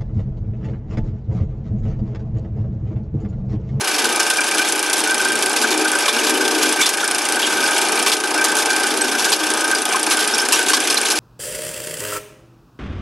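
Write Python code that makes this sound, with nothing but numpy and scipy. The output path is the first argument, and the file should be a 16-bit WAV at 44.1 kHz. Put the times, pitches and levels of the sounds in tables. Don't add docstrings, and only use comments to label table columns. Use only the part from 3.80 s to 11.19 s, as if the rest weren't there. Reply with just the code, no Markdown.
import sys
import numpy as np
from scipy import signal
from scipy.fft import rfft, irfft, next_fast_len
from scipy.io import wavfile
from scipy.ndimage import uniform_filter1d, minimum_filter1d, map_coordinates

SR = 44100
rng = np.random.default_rng(int(sys.argv[2]) if len(sys.argv) > 2 else 0)


def master(y):
    cut = np.clip(np.atleast_2d(y).T, -1, 1)
    pcm = np.round(cut * 32767)
    wavfile.write(sys.argv[1], SR, pcm.astype(np.int16))


N = 325899
TIME = np.arange(N) / SR
STIR_HZ = 19.1

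# t/s, level/dB
HUM_LEVEL = [(0.0, -29), (0.33, -25), (0.55, -28), (0.78, -25.5), (1.0, -28), (1.65, -25.5), (2.75, -24.5),
             (3.35, -27), (4.2, -23), (5.3, -25.5), (6.15, -25), (7.39, -28)]
# t/s, level/dB
DRUMMING = [(0.0, -31), (0.25, -23.5), (0.54, -39), (0.86, -29), (1.45, -28), (1.75, -25), (2.02, -22.5),
            (2.16, -37), (2.32, -28), (2.47, -21), (2.8, -23), (3.0, -25.5), (3.08, -34), (3.8, -27.5),
            (4.95, -28.5), (5.22, -24), (5.75, -29), (7.05, -26.5), (7.39, -30)]
# f/Hz, level/dB
CRACK_SPECTRUM = [(200, -49), (1100, 10), (1800, 5.5), (2600, 6.5), (5500, 5.5), (8000, 4.5), (10500, 4),
                  (12000, 1.5), (13200, -13)]


def flakes(level_db=-1.5, clump_db=2.0, snap_db=-13):
    # t/s, level/dB
    flow = [(0.0, -28.5), (0.14, -20.5), (0.27, -23.5), (0.68, -22), (1.67, -25), (2.39, -22),
            (3.33, -25.5), (3.68, -21.5), (4.25, -24), (4.77, -24), (6.34, -24.5), (6.96, -23), (7.39, -23)]
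    # f/Hz, level/dB
    spectrum = [(80, -42), (300, -25), (900, -12.5), (1900, -0.5), (2500, 4), (3400, 3), (4300, 1.5),
                (5500, 1), (7000, -0.5), (9000, -3.5), (10300, -1.5), (11800, -5.5), (13000, -28)]
    # phase/turns, half width/turns, lift/dB
    flings = [(0.73, 0.17, 6), (0.14, 0.12, 6.5)]
    flung = stirring(flings)
    hits = clicks(per_s=4500, spread_db=3.0) * amp(clump_db * wander(35)) * flung
    patter = unit_rms(colour(echoes(hits, t60_s=0.04, wet_db=8.5), spectrum))
    near_hits = clicks(per_s=54, spread_db=0.5) * flung
    snaps = unit_rms(colour(echoes(near_hits, t60_s=0.024, wet_db=1), CRACK_SPECTRUM))
    return (patter + amp(snap_db) * snaps) * amp(curve(flow) - dip_db() + level_db)


def crunches(level_db=-8.0, focus_db=4, focus_octaves=0.68, front_db=3, front_s=0.0017, size=6000):
    # t/s, level/dB, centre f/Hz, decay/s
    crushed = [(0.074, -11.5, 2410, 0.023), (0.182, -12, 3020, 0.026), (0.242, -8, 3400, 0.015),
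               (0.399, -7, 5340, 0.012), (0.503, -10, 2420, 0.018), (0.781, -13, 2370, 0.024),
               (1.13, -6.5, 7600, 0.012), (1.179, -12, 8720, 0.023), (1.762, -9, 2420, 0.01),
               (1.815, -10, 7720, 0.026), (1.914, -11.5, 3460, 0.025), (2.281, -9, 3500, 0.018),
               (2.468, -11.5, 4080, 0.025), (2.494, -9.5, 7540, 0.017), (2.678, -10, 4540, 0.0074),
               (2.71, -13, 4130, 0.015), (2.78, -14.5, 2260, 0.028), (2.828, -7.5, 2340, 0.019),
               (3.005, -12.5, 2300, 0.058), (3.012, -5, 5300, 0.015), (3.0587, -5.5, 4000, 0.019),
               (3.09, -8.5, 8140, 0.011), (4.015, -14, 2480, 0.026), (4.263, -5.5, 2280, 0.034),
               (4.318, -6.5, 4260, 0.028), (4.641, -6, 6290, 0.022), (4.768, -12, 8440, 0.056),
               (4.903, -9.5, 5450, 0.02), (5.395, -10, 4480, 0.024), (5.443, -8.5, 5000, 0.024),
               (5.519, -8, 4600, 0.032), (6.308, -6, 3120, 0.035), (6.39, -11, 3340, 0.031),
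               (6.598, -15, 4800, 0.018), (6.723, 1, 8090, 0.015), (6.741, -12.5, 2660, 0.081),
               (6.884, -8.5, 7540, 0.031), (6.933, -4.5, 4570, 0.026), (7.099, -8, 5260, 0.017),
               (7.175, -11, 4140, 0.016), (7.254, -10.5, 5100, 0.027), (7.301, -8, 5800, 0.03)]
    out, t = np.zeros(N), np.arange(size) / SR
    grid_hz = np.geomspace(200, 14000, 40)
    for start_s, db, hz, decay_s in crushed:
        focus = np.exp(-(np.log2(grid_hz / hz) / focus_octaves) ** 2)
        spectrum = np.c_[grid_hz, at_hz(CRACK_SPECTRUM, grid_hz) + focus_db * focus]
        run = unit_rms(colour(clicks(per_s=5000, spread_db=2.0, size=size), spectrum))
        envelope = amp(front_db * np.exp(-t / front_s)) * np.exp(-(t / decay_s) ** 2)
        add(out, start_s, amp(db + level_db) * run * envelope)
    return echoes(out, t60_s=0.07, wet_db=-8.0)


def chamber(level_db=-3, flutter_db=0.9, whine_hz=1570, drift_hz=3, whine_db=-6.0, ring_s=0.012):
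    # f/Hz, width/Hz, level/dB
    modes = [(1545, 15, 4.5), (1498, 25, 1), (1469, 58, -6), (1637, 27, -6.5)]
    # t/s, length/s, level/dB
    clangs = [(0.247, 0.012, -17), (0.393, 0.026, -21), (0.454, 0.014, -20), (0.509, 0.019, -16.5),
              (0.585, 0.013, -14), (0.742, 0.036, -23), (0.794, 0.014, -16.5), (1.085, 0.014, -19),
              (1.262, 0.075, -22.5), (1.395, 0.017, -18.5), (1.452, 0.012, -17), (1.504, 0.015, -20),
              (1.839, 0.011, -13), (2.049, 0.019, -17), (2.132, 0.029, -19), (2.363, 0.01, -21),
              (2.604, 0.021, -18), (2.836, 0.021, -16), (2.989, 0.015, -15), (3.232, 0.011, -13.5),
              (3.566, 0.013, -17), (3.726, 0.015, -24), (3.772, 0.023, -20), (3.834, 0.013, -17),
              (3.881, 0.017, -16), (3.965, 0.013, -20), (4.438, 0.018, -18), (4.539, 0.043, -22.5),
              (4.59, 0.029, -20), (4.699, 0.015, -15), (4.772, 0.016, -14.5), (4.907, 0.03, -16),
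              (5.038, 0.022, -17), (5.245, 0.015, -22), (5.35, 0.0083, -15), (5.454, 0.031, -20),
              (5.818, 0.024, -19.5), (5.926, 0.013, -15), (6.112, 0.015, -20), (6.319, 0.011, -19.5),
              (6.372, 0.033, -19), (6.528, 0.015, -22), (6.607, 0.025, -23), (6.684, 0.019, -24),
              (6.789, 0.029, -20.5), (6.892, 0.016, -17.5), (6.934, 0.011, -17.5), (6.972, 0.012, -20)]
    # t/s, length/s, level/dB
    sings = [(.38, 0.2, -31), (1.46, 0.097, -26.5), (2.02, 0.046, -31), (3.68, 0.26, -32), (4.43, .1, -36),
             (4.56, 0.067, -24.5), (4.9, 0.055, -24), (4.99, 0.061, -26), (5.22, .06, -31),
             (5.44, 0.077, -30), (5.91, 0.04, -20), (6.36, 0.093, -37), (6.78, .04, -33), (6.87, 0.1, -31)]
    knocks = clicks(per_s=170, spread_db=2) + .02 * rng.standard_normal(N)
    flutter = unit_rms(amp(flutter_db * wander(22)))
    blows = swells(clangs, rest_db=-28, rise_s=0.0025, fall_s=0.0045) * flutter
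    walls = flatten(resonate(knocks, modes), size=700) * blows * amp(level_db)
    pole = np.exp(-1 / (ring_s * SR))
    afterring = signal.lfilter([1 - pole], [1, -pole], blows) * amp(whine_db)
    singing = swells(sings, rest_db=-46, rise_s=0.0099, fall_s=0.0099)
    whine = sine(whine_hz + drift_hz * wander(8)) * np.hypot(afterring, singing)
    return (walls + whine) * blade_beat(depth_db=1.0, phase_cycles=0.62) * amp(-0.66 * dip_db())


def snips(turns, since_s, bite_db, edge_hz=9480, spread_hz=130, peak_s=0.0013, half_width_s=0.0008):
    # f/Hz, width/Hz, level/dB
    modes = [(9200, 510, 0), (8580, 180, 9.5), (7540, 210, 10), (5300, 330, -14), (4540, 240, -19),
             (2530, 430, -2.5)]
    scrape_db, linger_db, ring_s = -4.0, -9, 0.0021
    stroke = np.exp(-((since_s - peak_s) / half_width_s) ** 2)
    linger = (since_s > peak_s) * amp(linger_db) * np.exp((peak_s - since_s) / ring_s)
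    pitch_hz = edge_hz + spread_hz * (.5 * per_turn(turns) + wander(600))
    squeak = sine(pitch_hz) * np.maximum(stroke, linger)
    scrape = flatten(resonate(rng.standard_normal(N), modes), size=60) * stroke * amp(scrape_db)
    return echoes((squeak + scrape) * amp(bite_db), t60_s=.04, wet_db=-13)


def bite(turns, since_s, idle_db=-43.0, square_db=-12.5, feed_db=3.0, chance_db=2.2):
    # start/s, end/s, level/dB
    spells = [(0.24, 0.81, -16.5), (0.87, 1.75, -15.5), (1.96, 2.2, -18), (2.87, 2.95, -12.5),
              (3.12, 3.2, -20), (3.23, 3.4, -15), (3.44, 3.58, -14), (3.82, 4.31, -17.5), (4.5, 4.87, -17),
              (4.95, 5.2, -21), (5.65, 7.28, -16.5)]
    pass_s = TIME - since_s
    level_db = np.full(N, idle_db)
    for start_s, end_s, db in spells:
        level_db[(pass_s > start_s) & (pass_s < end_s)] = db
    feed = np.cos(2 * np.pi * (pass_s * STIR_HZ - 0.78))
    return np.where(caught(since_s), square_db, level_db + feed_db * feed + chance_db * per_turn(turns))


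def caught(since_s):
    square_hits = [.36, .5, .89, .92, 1.03, 1.34, 1.45, 1.63, 1.66, 2.12, 3.28, 3.31, 3.38, 3.49, 3.52,
                   4.75, 4.96, 5.07, 5.18, 5.7, 5.91, 6.05, 6.23, 6.48, 6.58, 6.69, 7.14]
    return sum(abs(TIME - since_s - hit_s) < .017 for hit_s in square_hits) > 0


def cracks(since_s, level_db=-15, decay_s=0.0015):
    crackle = unit_rms(colour(clicks(per_s=7000, spread_db=2.5), CRACK_SPECTRUM))
    ticks = crackle * caught(since_s) * np.exp(-since_s / decay_s)
    return echoes(ticks * amp(level_db), t60_s=0.045, wet_db=-12)


def chips(since_s, bite_db, level_db=-23, decay_s=0.0068, follow=0.028):
    # f/Hz, level/dB
    spectrum = [(80, -31), (300, -25.5), (800, 2), (1900, -5.5), (2600, 1), (4000, -3.5), (5400, 3),
                (7500, -4), (10200, 1.5), (11800, -11), (13000, -31)]
    burst = np.exp(-since_s / decay_s) * amp(level_db + follow * (bite_db - bite_db.mean()))
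    spray = unit_rms(colour(clicks(per_s=9000, spread_db=3.5) * burst, spectrum))
    return echoes(spray * np.sqrt(np.mean(burst ** 2)), t60_s=0.051, wet_db=5.5)


def rotor(first_snip_s=.0085):
    # t/s, f/Hz
    speed = [(0, 28.44), (.7, 28.465), (1.3, 28.465), (2.2, 28.47), (2.75, 28.4), (3.4, 28.49),
             (4.0, 28.41), (4.7, 28.52), (5.3, 28.38), (5.9, 28.46), (7.39, 28.44)]
    speed_hz = curve(speed)
    turns = np.cumsum(speed_hz) / SR - first_snip_s * speed_hz[0]
    return turns, turns % 1 / speed_hz


def housing(turns, panel_db=-5.0, roar_db=1.05, pump_db=2.17, growl_db=0.1):
    # f/Hz, width/Hz, level/dB
    modes = [(238.2, 7.4, -8.5), (269.3, 20.6, -7.5), (299.4, 23, -3), (375.8, 28.4, -4), (433.2, 21, -0.5),
             (467.3, 18, -8)]
    # f/Hz, level/dB
    spectrum = [(60, -53), (120, -26.5), (190, -10), (270, 0), (450, 2), (520, -1.5), (800, 3.5),
                (1120, -2), (1400, 5.5), (1900, -1.5), (4000, -11), (10000, -14.5), (13000, -23.5)]
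    # phase/turns, half width/turns, lift/dB
    shoves = [(0.853, 0.03, 4.4), (0.234, 0.028, 5.1)]
    panels = flatten(resonate(rng.standard_normal(N), modes), size=4000)
    panels *= amp(curve(DRUMMING) + panel_db + growl_db * np.cos(2 * np.pi * (turns - .08)))
    throb = stirring(shoves) * amp(pump_db * np.cos(2 * np.pi * (turns - 0.24)))
    roar = noise(spectrum) * throb * amp(curve(HUM_LEVEL) - dip_db() + roar_db)
    return panels + roar


def hum(turns, whirr_db=28.0, drone_order=11, buzz_order=44, waver=0.3):
    # multiple of rotor speed, level/dB
    rotor_orders = [(12, -41), (13, -48), (14, -41), (15, -47), (16, -46), (18, -49), (20, -46), (21, -42),
                    (22, -44), (24, -46), (25, -48), (26, -39), (27, -44), (28, -40.5), (29, -38),
                    (30, -39), (31, -47), (32, -38.5), (33, -46), (34, -45.5), (36, -51), (38, -50),
                    (39, -48), (40, -50), (41, -45), (42, -48), (43, -48), (55, -41)]
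    # multiple of its speed, level/dB
    stir_orders = [(12, -52), (14, -47), (20, -39)]
    # t/s, level/dB
    drone_levels = [(0, -53), (.25, -36), (.56, -45), (.85, -35.5), (1.05, -40), (1.22, -33.5), (1.45, -39),
                    (1.8, -37), (2.03, -26), (2.3, -44), (2.45, -31), (2.85, -27.5), (3.08, -37.5),
                    (4.3, -38.5), (5.6, -35.5), (6.05, -36), (6.3, -34), (6.58, -32.5), (6.85, -38.5),
                    (7.1, -27), (7.22, -51), (7.39, -30)]
    # t/s, level/dB
    buzz_levels = [(0, -45), (.16, -46), (.35, -32), (1.0, -44.5), (1.4, -37.5), (2.1, -38), (2.4, -41),
                   (2.7, -35.5), (3.1, -45), (3.5, -48), (3.75, -34), (4.25, -36), (4.75, -37),
                   (5.1, -33.5), (5.4, -44), (5.75, -34.5), (6.5, -37), (6.85, -45), (7.39, -35.5)]

    def line(cycles, slip_rad=0.2):
        gain = 1 + waver * wander(3)
        return gain * np.cos(2 * np.pi * (cycles + rng.random()) + slip_rad * wander(4))

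    whirr = sum(amp(db) * line(order * turns) for order, db in rotor_orders)
    whirr *= amp(curve(HUM_LEVEL) - dip_db() + whirr_db)
    growl = unit_rms(amp(3 * wander(24)))
    drone = line(drone_order * turns) * growl * amp(curve(drone_levels))
    buzz = line(buzz_order * turns) * amp(curve(buzz_levels))
    stir = sum(amp(db) * line(order * STIR_HZ * TIME, slip_rad=0.66) for order, db in stir_orders)
    stir *= unit_rms(amp(curve(DRUMMING)))
    return whirr + np.sqrt(2) * (drone + buzz + stir)


def pings(rattle_db=-6, rise_s=0.00069, size=6000):
    # t/s, f/Hz, level/dB, t60/s
    strikes = [(0.402, 5340, -14, .04), (1.918, 3500, -18, 0.1), (2.28, 1085, -12, .045),
               (2.284, 3520, -14, 0.1), (2.552, 3020, -15, 0.062), (2.92, 3400, -17, .06),
               (3.005, 2190, -12.5, 0.051), (3.015, 2260, -13, .05), (3.026, 3520, -13, 0.096),
               (3.046, 3570, -14, 0.064), (3.629, 3360, -13, 0.06), (3.64, 3070, -10, .04),
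               (3.647, 3250, -15, .04), (4.266, 1100, -17, .07), (5.216, 8230, -9, 0.041),
               (5.502, 8870, -10, 0.028), (5.53, 4120, -14, .05), (5.535, 4830, -13, .03),
               (5.95, 4900, -15.5, 0.076), (6.145, 1064, -14, 0.084), (6.538, 5540, -12, 0.063),
               (6.597, 5300, -14, 0.07), (6.727, 2710, -10, 0.1), (6.742, 5800, -13, .06),
               (6.934, 1094, -13, .04), (6.942, 4950, -15, .04), (7.102, 5170, -13, 0.06),
               (7.17, 4090, -10.5, 0.054)]
    out, t = np.zeros(N), np.arange(size) / SR
    for start_s, hz, db, t60_s in strikes:
        rattle = flatten(resonate(rng.standard_normal(size), [(hz, hz / 7, 0)]), size=300)
        tone = np.sin(2 * np.pi * hz * t) + amp(rattle_db) * rattle
        envelope = amp(db - 60 * t / t60_s) * (1 - np.exp(-t / rise_s))
        add(out, start_s, tone * envelope)
    return out


def sieve(level_db=-4.0, size=5000):
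    # f/Hz, t60/s, level/dB
    modes = [(2361, 0.048, -7), (2382, 0.051, -8)]
    # t/s, length/s, level/dB
    skids = [(.08, 0.13, -29), (.34, 0.07, -26), (0.585, 0.016, -16), (0.703, 0.043, -24),
             (0.785, 0.072, -23.5), (0.94, 0.18, -30), (1.25, 0.36, -31), (1.85, 0.2, -27),
             (2.244, 0.062, -21.5), (2.34, 0.26, -29), (2.797, 0.11, -27), (2.987, 0.04, -20),
             (3.74, 0.35, -29), (4.162, 0.035, -23), (4.262, 0.084, -24), (4.58, 0.041, -22),
             (4.894, 0.063, -22), (5.02, 0.042, -28), (6.11, .05, -25)]
    rings, t = np.zeros(N), np.arange(size) / SR
    for hz, t60_s, db in modes:
        tap = amp(db - 60 * t / t60_s) * np.sin(2 * np.pi * hz * t)
        rings += signal.oaconvolve(clicks(per_s=120, spread_db=1.5), tap)[:N]
    runs = swells(skids, rest_db=-34, rise_s=0.0043, fall_s=0.018)
    beat = blade_beat(depth_db=1.5, phase_cycles=0.63)
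    return flatten(rings, size=1200) * beat * runs * amp(level_db - dip_db())


def rumble(level_db=-3.0, stereo_width=0.36, lean_db=2.0, draught_db=-68):
    # f/Hz, level/dB
    low_spectrum = [(25, -20), (60, -15), (95, -13), (120, -2), (160, 4), (220, -3.5), (400, -38)]
    # t/s, length/s, level/dB
    low_swells = [(0.24, 0.17, -48), (1.4, 0.25, -47), (3.73, 0.13, -46)]
    # f/Hz, level/dB
    air_spectrum = [(15, -13), (50, 3), (100, -12), (250, -42)]
    mid, side = noise(low_spectrum), stereo_width * noise(low_spectrum)
    low = np.array([(mid + side) * amp(lean_db), (mid - side) * amp(-lean_db)])
    low *= swells(low_swells, rest_db=-58, rise_s=0.036, fall_s=0.036)
    draught = np.array([noise(air_spectrum), noise(air_spectrum)])
    return low * amp(level_db) + draught * amp(draught_db)


def dip_db():
    # middle t/s, half length/s, depth/dB
    dips = [(3.067, 0.061, 3.5), (4.4, 0.11, 5), (4.922, 0.017, 5), (5.574, 0.03, 4.5), (6.033, 0.044, 5),
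            (6.22, .03, 2.5), (6.844, 0.023, 1.5)]
    return sum(db * np.exp(-((TIME - mid_s) / half_s) ** 2) for mid_s, half_s, db in dips)


def stirring(blades):
    lift_db = 0
    for phase, half_width, db in blades:
        offset_turns = (TIME * STIR_HZ - phase + .5) % 1 - .5
        lift_db += db * np.exp(-(offset_turns / half_width) ** 2)
    return unit_rms(amp(lift_db))


def blade_beat(depth_db, phase_cycles):
    return unit_rms(amp(depth_db * np.cos(2 * np.pi * (2 * STIR_HZ * TIME - phase_cycles))))


def echoes(x, t60_s, wet_db, size=4096, paths=12):
    t = np.arange(size) / SR
    path = np.repeat(rng.integers(0, paths, N // 128 + 1), 128)[:N]
    out = x.copy()
    for k in range(paths):
        tail = rng.standard_normal(size) * amp(-60 * t / t60_s)
        share = uniform_filter1d((path == k) * 1., size=24)
        out += amp(wet_db) * signal.oaconvolve(x * share, tail / np.linalg.norm(tail))[:N]
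    return out


def outlet(x):
    # f/Hz, half width/Hz, gain/dB
    bands = [(666, 52, -2), (1394, 60, -12), (1898, 60, -8.5), (2060, 35, 0), (2112, 54, -6),
             (2260, 40, 0.5), (5260, 55, 2), (8000, 130, -0.5)]
    grid_hz = np.geomspace(20, 20000, 1500)
    gain_db = sum(db * np.exp(-((grid_hz - hz) / half_hz) ** 2) for hz, half_hz, db in bands)
    return colour(x, np.c_[grid_hz, gain_db])


def ports(x, scatter=1):
    # f/Hz, coherence
    coherence = [(60, .8), (150, .96), (400, .99), (600, .96), (1100, .98), (1450, .995), (1680, .985),
                 (1930, .9), (2220, .99), (2550, .87), (2850, .98), (3100, .92), (4500, .945), (5400, .85),
                 (6200, .92), (7500, .88), (9500, .66), (12500, .53)]
    # f/Hz, level/dB
    balance = [(30, 1), (120, 4.4), (350, 4), (700, 3.4), (1300, .3), (4000, .3), (8000, -1), (12000, -2.3)]
    # f/Hz, phase/rad
    lead = [(500, 0), (1500, -.12), (5500, -.11), (7800, -.19), (9500, -.45), (10500, -.72), (12500, -.72)]
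    framing = dict(nperseg=256, noverlap=192)
    frames = signal.stft(x, **framing)[2]
    scrambled = frames * np.exp(2j * np.pi * rng.random(frames.shape))
    scattered = 2 * signal.istft(scrambled, **framing)[1][:N]
    size = next_fast_len(N + 4096)
    hz, direct = np.fft.rfftfreq(size, 1 / SR), rfft(x, size)
    likeness = at_hz(coherence, hz)
    bass_cut = 1 - np.exp(-(hz / 220) ** 4)
    side = rfft(scattered, size) * scatter * bass_cut * np.sqrt((1 - likeness) / (1 + likeness))
    lean = amp(at_hz(balance, hz) / 2) * np.exp(.5j * at_hz(lead, hz))
    return irfft(np.array([(direct + side) * lean, (direct - side) / lean]), size)[:, :N]


def amp(db):
    return 10 ** (np.asarray(db) / 20)


def unit_rms(x):
    return x / np.sqrt(np.mean(x ** 2) + 1e-20)


def flatten(x, size, floor=.01):
    x = unit_rms(x)
    return unit_rms(x / np.sqrt(abs(uniform_filter1d(x ** 2, size=size)) + floor))


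def curve(rows):
    return np.interp(TIME, *np.transpose(rows))


def at_hz(rows, hz):
    row_hz, value = np.transpose(rows)
    return np.interp(np.log(hz + 1), np.log(row_hz + 1), value)


def swells(rows, rest_db, rise_s, fall_s):
    t = TIME[::32]
    power = amp(rest_db) ** 2
    for start_s, length_s, db in rows:
        rise = (1 + np.tanh((t - start_s) / rise_s)) / 2
        fall = (1 - np.tanh((t - start_s - length_s) / fall_s)) / 2
        power += amp(db) ** 2 * rise * fall
    return np.sqrt(np.interp(TIME, t, power))


def add(mix, start_s, sound):
    part = mix[max(round(start_s * SR), 0):][:len(sound)]
    part += sound[:len(part)]


def wander(hz):
    knots = rng.standard_normal(2048)
    return unit_rms(map_coordinates(knots, [TIME * 2 * hz], order=1, mode="wrap"))


def per_turn(turns):
    return np.clip(rng.standard_normal(256), -2, 1)[np.floor(turns).astype(int) + 1]


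def clicks(per_s, spread_db, size=N):
    height = amp(spread_db * np.minimum(rng.exponential(1, size), 4)) * rng.choice([-1, 1], size)
    return height * (rng.random(size) < per_s / SR)


def sine(hz):
    return np.sqrt(2) * np.sin(2 * np.pi * np.cumsum(hz) / SR)


def noise(spectrum):
    return unit_rms(colour(rng.standard_normal(N), spectrum))


def colour(x, spectrum, size=2048):
    log_gain = np.log(amp(at_hz(spectrum, abs(np.fft.fftfreq(size, 1 / SR)))))
    taps = np.fft.ifft(np.exp(np.conj(signal.hilbert(log_gain)))).real
    return signal.oaconvolve(x, taps)[:len(x)]


def resonate(x, modes):
    out = 0
    for hz, width_hz, db in modes:
        b, a = signal.iirpeak(hz, hz / (1.55 * width_hz), fs=SR)
        out += amp(db) * signal.lfilter(b, a, signal.lfilter(b, a, x))
    return out


def scene():
    turns, since_s = rotor()
    bite_db = bite(turns, since_s)
    clatter = outlet(housing(turns) + chips(since_s, bite_db) + cracks(since_s) + flakes() + crunches())
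    ringing = hum(turns) + chamber() + sieve() + pings()
    bass_cut = signal.butter(2, 125, "high", fs=SR, output="sos")
    radiated = signal.sosfilt(bass_cut, clatter + ringing)
    return ports(radiated) + ports(snips(turns, since_s, bite_db), scatter=0.24) + rumble()


def record(dry):
    low_hz, high_hz, ceiling = 60, 13200, .88
    dry = signal.sosfilt(signal.butter(1, low_hz, "high", fs=SR, output="sos"), dry)
    gain = np.minimum(1, ceiling / (abs(dry).max(0) + 1e-9))
    limited = dry * uniform_filter1d(minimum_filter1d(gain, size=90), size=90)
    low_pass = signal.firwin(255, high_hz, window=("kaiser", 8), fs=SR)
    return signal.oaconvolve(limited, low_pass[None], "same")


dry = scene()
out = record(dry)
master(out)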